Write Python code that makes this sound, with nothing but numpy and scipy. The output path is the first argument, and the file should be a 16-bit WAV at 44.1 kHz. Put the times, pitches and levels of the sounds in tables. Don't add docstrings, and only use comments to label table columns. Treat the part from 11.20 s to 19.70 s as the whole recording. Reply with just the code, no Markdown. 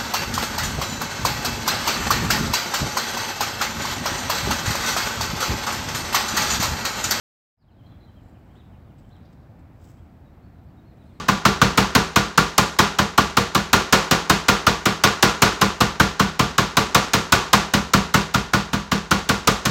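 import sys
import numpy as np
from scipy import signal
from scipy.fft import rfft, irfft, next_fast_len
from scipy.io import wavfile

SR = 44100
rng = np.random.default_rng(int(sys.argv[2]) if len(sys.argv) > 2 else 0)


def wav_record(signal):
    frames = np.transpose(np.atleast_2d(signal))
    bounded = np.clip(frames, -1, 1)
    quanta = np.round(bounded * 32767).astype(np.int16)
    wavfile.write(sys.argv[1], SR, quanta)


N = 374850
SIZE = 32768
T = np.arange(SIZE) / SR


def undb(db):
    return 10 ** (np.asarray(db) / 20)


def fade(t60):
    return np.exp(-np.log(1000) * T / t60)


def swell(rise_s):
    return 1 - np.exp(-T / rise_s)


def unit(x):
    return x / np.sqrt(np.sum(x ** 2))


def level(x, db):
    return x * undb(db) / np.sqrt(np.mean(x[:SR // 20] ** 2))


def colour(x, spectrum):
    size = 2 * next_fast_len(len(x))
    hz, db = np.transpose(spectrum)
    bins = np.maximum(np.fft.rfftfreq(size, 1 / SR), 1)
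    gain = undb(np.interp(np.log(bins), np.log(hz), db))
    cepstrum = irfft(np.log(gain))
    cepstrum[1:size // 2] *= 2
    cepstrum[size // 2 + 1:] = 0
    return irfft(rfft(x, size) * np.exp(rfft(cepstrum)))[:len(x)]


def cut(x, hz, kind, order=2):
    return signal.sosfilt(signal.butter(order, hz, kind, fs=SR, output="sos"), x)


def add(track, s, x):
    start = int(round(s * SR))
    a, b = max(start, 0), min(start + len(x), len(track))
    track[a:b] += x[a - start:b - start]


def crackle(grain_db, size=16):
    noise = rng.standard_normal(SIZE)
    grains = undb(grain_db * rng.standard_normal(SIZE // size))
    return noise * np.repeat(grains, size)


def ring(modes, scatter_db, detune, gains=1):
    t = T[:SIZE // 2]
    hz, db, t60 = np.transpose(modes)[:, :, None]
    hz = hz * (1 + detune * rng.standard_normal(hz.shape))
    db = db + scatter_db * rng.standard_normal(db.shape)
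    waves = undb(db) * np.sin(2 * np.pi * hz * t) * np.exp(-np.log(1000) * t / t60)
    signs = (-1) ** np.arange(len(modes))
    return np.pad((gains * signs) @ waves, (0, SIZE // 2))


# (frequency [Hz], level [dB])
ROOM_TONE = [(25, 1), (60, 22), (150, -5), (500, -8), (2000, -14), (8000, -36), (16000, -65)]
def room_tone(db=-52):
    hush = colour(rng.standard_normal(N), ROOM_TONE)
    return hush * undb(db) / np.std(hush)


# (frequency [Hz], t60 [s])
KITCHEN_DECAY = [(100, 0.21), (400, 0.48), (1100, 0.46), (3000, 0.44), (6500, 0.44), (10000, 0.39),
                 (15000, 0.33)]
def kitchen(walls, moving_share=0.64, near_db=-2, late_db=2, dull_hz=11000):
    near = rng.standard_normal(SIZE) * (rng.random(SIZE) < .15) * fade(t60=.12) * (T > .0015)
    echoes = rfft(walls + moving_share * crackle(grain_db=3, size=128))
    hz, t60 = np.transpose(KITCHEN_DECAY)
    log_bins = np.log(np.maximum(np.fft.rfftfreq(SIZE, 1 / SR), 1))
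    bands = [np.interp(log_bins, np.log(hz), share) for share in np.eye(len(hz))]
    late = sum(irfft(echoes * band) * fade(t) for band, t in zip(bands, t60))
    late = cut(unit(late * swell(rise_s=.0072)), dull_hz, "low")
    return undb(near_db) * unit(near) + undb(late_db) * late


def in_room(x, room, room_db):
    return x + undb(room_db) * signal.fftconvolve(x, room)[:SIZE]


# (frequency [Hz], level [dB], t60 [s])
ROOM_MODES = [(51.6, 0.5, 0.3), (72.5, -8, 0.56), (96.3, 4, 0.23), (161.8, -0.5, 0.42), (975, -8.5, 0.41)]
def standing_waves():
    return ring(ROOM_MODES, scatter_db=2.5, detune=.01) * swell(rise_s=.036)


# (frequency [Hz], level [dB], t60 [s])
CABINET_MODES = [(312.7, -0.5, 0.16), (345, 8, 0.087), (384, -8.5, 0.27), (424.2, -8, 0.21),
                 (440.4, -6.5, 0.19), (459.4, -3.5, 0.23), (539, -10, 0.25), (586.6, -0.5, 0.13),
                 (695, 9.5, 0.064), (734, -7.5, 0.22)]
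def cabinet():
    return ring(CABINET_MODES, scatter_db=3, detune=.028) * swell(rise_s=.039)


# (frequency [Hz], level [dB], t60 [s])
COUNTER_MODES = [(68.5, -10, 0.25), (87.5, 3, 0.059), (122.5, 0, 0.17), (160, 3.5, 0.06),
                 (200.5, -3.5, 0.56), (240, -0.5, .10), (279.8, -8, 0.17)]
def counter_thud(room, press_s=0.06, release_s=0.017, lifted_db=-15):
    lifted = np.clip((T - press_s) / release_s, 0, 1)
    boom = ring(COUNTER_MODES, scatter_db=1.5, detune=.011) * swell(rise_s=.0025)
    return in_room(boom * undb(lifted_db * lifted), room, room_db=-11)


# (frequency [Hz], level [dB], t60 [s])
BOARD_MODES = [(873, -5.5, 0.21), (1070, -17, 0.027), (1050.6, -3, 0.23), (1097, -0.5, 0.11),
               (1203, -0.5, 0.07), (1348, 1, 0.026), (1447, 1, 0.13), (1500, 1, 0.037), (1608, -11, 0.13),
               (1760, -20, 0.42)]
def board_knock(room, centre_hz, spread_hz=280, echo_s=.008, echo_db=-3):
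    mode_hz = np.transpose(BOARD_MODES)[0]
    gains = 1 / (1 + ((mode_hz - centre_hz) / spread_hz) ** 2)
    board = ring(BOARD_MODES, scatter_db=2, detune=.012, gains=gains) * fade(t60=.085)
    out = in_room(board, room, room_db=-15)
    add(out, echo_s * rng.uniform(.7, 1.3), undb(echo_db) * board)
    return out


# (frequency [Hz], level [dB])
SQUELCH_SPECTRUM = [(300, 10), (1500, 8.5), (4000, 9), (7000, 10.5), (10400, -2.5), (13000, 2), (16000, -3)]
def squelch(sink_s, after_s=.002, touch_db=-6, room_db=-11):
    sunk = np.minimum(T / sink_s, 1)
    squeeze = undb(touch_db * (1 - sunk)) * np.exp(-np.maximum(T - sink_s, 0) / after_s)
    echoes = kitchen(rng.standard_normal(SIZE)) * sunk ** 2
    juice = unit(crackle(grain_db=2.5) * squeeze)
    x = colour(juice + undb(room_db) * echoes, SQUELCH_SPECTRUM)
    return x / np.sqrt(np.mean(x[T < sink_s + after_s] ** 2))


# (frequency [Hz], level [dB])
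SLAP_SPECTRUM = [(60, -24), (250, 0.5), (420, 3.5), (600, -2), (850, 3.5), (1100, 6), (1500, 3.5),
                 (2100, -2), (4000, -3.5), (5000, -7), (6700, -9), (8500, -18.5), (10400, -23.5),
                 (12500, -19), (15500, -20.5)]
def slap(room, lowest_hz=650, room_db=-3):
    burst = crackle(grain_db=1) * fade(t60=.067) * swell(rise_s=.00057)
    crack = cut(burst, lowest_hz, "high")
    return colour(unit(crack) + undb(room_db) * room, SLAP_SPECTRUM)


# (time [s], level [dB])
WETNESS = [(0, -10.5), (.35, -18), (.65, 0.5), (1.1, -3.5), (1.4, 6.5), (1.65, -5.5), (2.1, -2),
           (3.1, -0.5), (3.45, -6), (3.9, 1), (4.4, -2), (5.1, -8), (5.65, 1.5), (6.9, -1), (7.55, -17),
           (7.9, -3), (8.2, 4)]
# (time [s], level [dB])
BOOM = [(0, 0), (.45, 3), (1.1, 0), (2.4, -.5), (3.9, -1), (4.4, 1), (5.05, 2.5), (5.4, -1), (6.1, -1),
        (6.75, 3.5), (7.2, 1), (8.4, 0)]
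# (landing time [s], force [dB], knock level relative to the blow [dB], knock centre [Hz])
STROKES = [(-0.085, -3.5, 9, 1190), (0.085, -2, 5.5, 1145), (0.2522, 1.5, 3, 1220), (0.4157, 1.5, 0, 1350),
           (0.577, 0.5, -0.5, 1240), (0.752, 2, -0.5, 1120), (0.961, 0.5, -0.5, 1410), (1.1788, 1, 3, 1260),
           (1.383, -1, 5.5, 1170), (1.5898, 2, -0.5, 1050), (1.7882, -1.5, 1, 1140), (1.98, 0, 5.5, 1190),
           (2.1715, -0.5, 0.5, 1220), (2.351, -2.5, 2, 1230), (2.532, 3, -0.5, 1160),
           (2.7271, 3.5, -3.5, 1370), (2.9121, 0.5, -6, 1210), (3.0993, 1.5, 0.0, 1200),
           (3.285, 2, 0, 1300), (3.4679, 0.5, 5, 1280), (3.6577, -1.5, -2.5, 1220),
           (3.8389, 2.5, 0.5, 1230), (4.0277, 3.5, -2, 1240), (4.2216, 3.5, -3.5, 1110),
           (4.4162, 0, 4, 1090), (4.608, -1, -0.5, 1100), (4.8, 1, 4, 1380), (4.997, -2.5, 5, 1390),
           (5.1945, -1, 2, 1210), (5.382, -1, -0.5, 1160), (5.5709, 0.5, -2, 1290), (5.749, 2, -2.5, 1080),
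           (5.9374, -0.5, -18, 1250), (6.1237, 1.5, 3, 1240), (6.3326, 2.5, 3, 1070),
           (6.5385, -1.5, -15, 1140), (6.7375, 1, -5, 1450), (6.9433, -0.5, 1.5, 1320),
           (7.1443, -3.5, 2.0, 1390), (7.3351, -1.5, 0.5, 1260), (7.5318, -7.5, -1, 1220),
           (7.7172, -4, -3, 1250), (7.9132, -2.5, 4, 1350), (8.0937, -3, -1, 1400), (8.2768, -1, 0, 1160),
           (8.4582, -5.5, -0.5, 1240)]
def pounding(base_db=-18, squelch_db=3, slap_db=2, knock_db=-2.94, thud_db=-2, cabinet_db=-8,
             standing_db=-13, base_sink_s=.0028):
    out, walls = np.zeros(N), rng.standard_normal(SIZE)
    for s, force_db, knock_offset_db, centre_hz in STROKES:
        room = kitchen(walls)
        wet_db = np.interp(s, *np.transpose(WETNESS))
        sink_s = base_sink_s * np.exp(.15 * rng.standard_normal())
        sink_s *= undb(.3 * wet_db - force_db)
        blow_db = base_db + force_db
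        counter_db = base_db + .31 * force_db + np.interp(s, *np.transpose(BOOM))
        panels_db = base_db + .82 * force_db
        add(out, s - sink_s, squelch(sink_s) * undb(blow_db + wet_db + squelch_db))
        add(out, s, level(slap(room), blow_db + slap_db))
        add(out, s, level(board_knock(room, centre_hz), blow_db + knock_offset_db + knock_db))
        add(out, s, level(counter_thud(room), counter_db + thud_db))
        add(out, s, level(cabinet(), panels_db + cabinet_db))
        add(out, s, level(standing_waves(), counter_db + standing_db))
    return out


def scene():
    return (pounding() + room_tone())[None]


def record(dry):
    bass_hz, ceiling, top_hz = 30, .92, 15900
    x = cut(dry, bass_hz, "high", order=4)
    x = x / (1 + (x / ceiling) ** 6) ** (1 / 6)
    return signal.sosfilt(signal.ellip(8, .2, 70, top_hz, fs=SR, output="sos"), x)


dry = scene()
out = record(dry)
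wav_record(out)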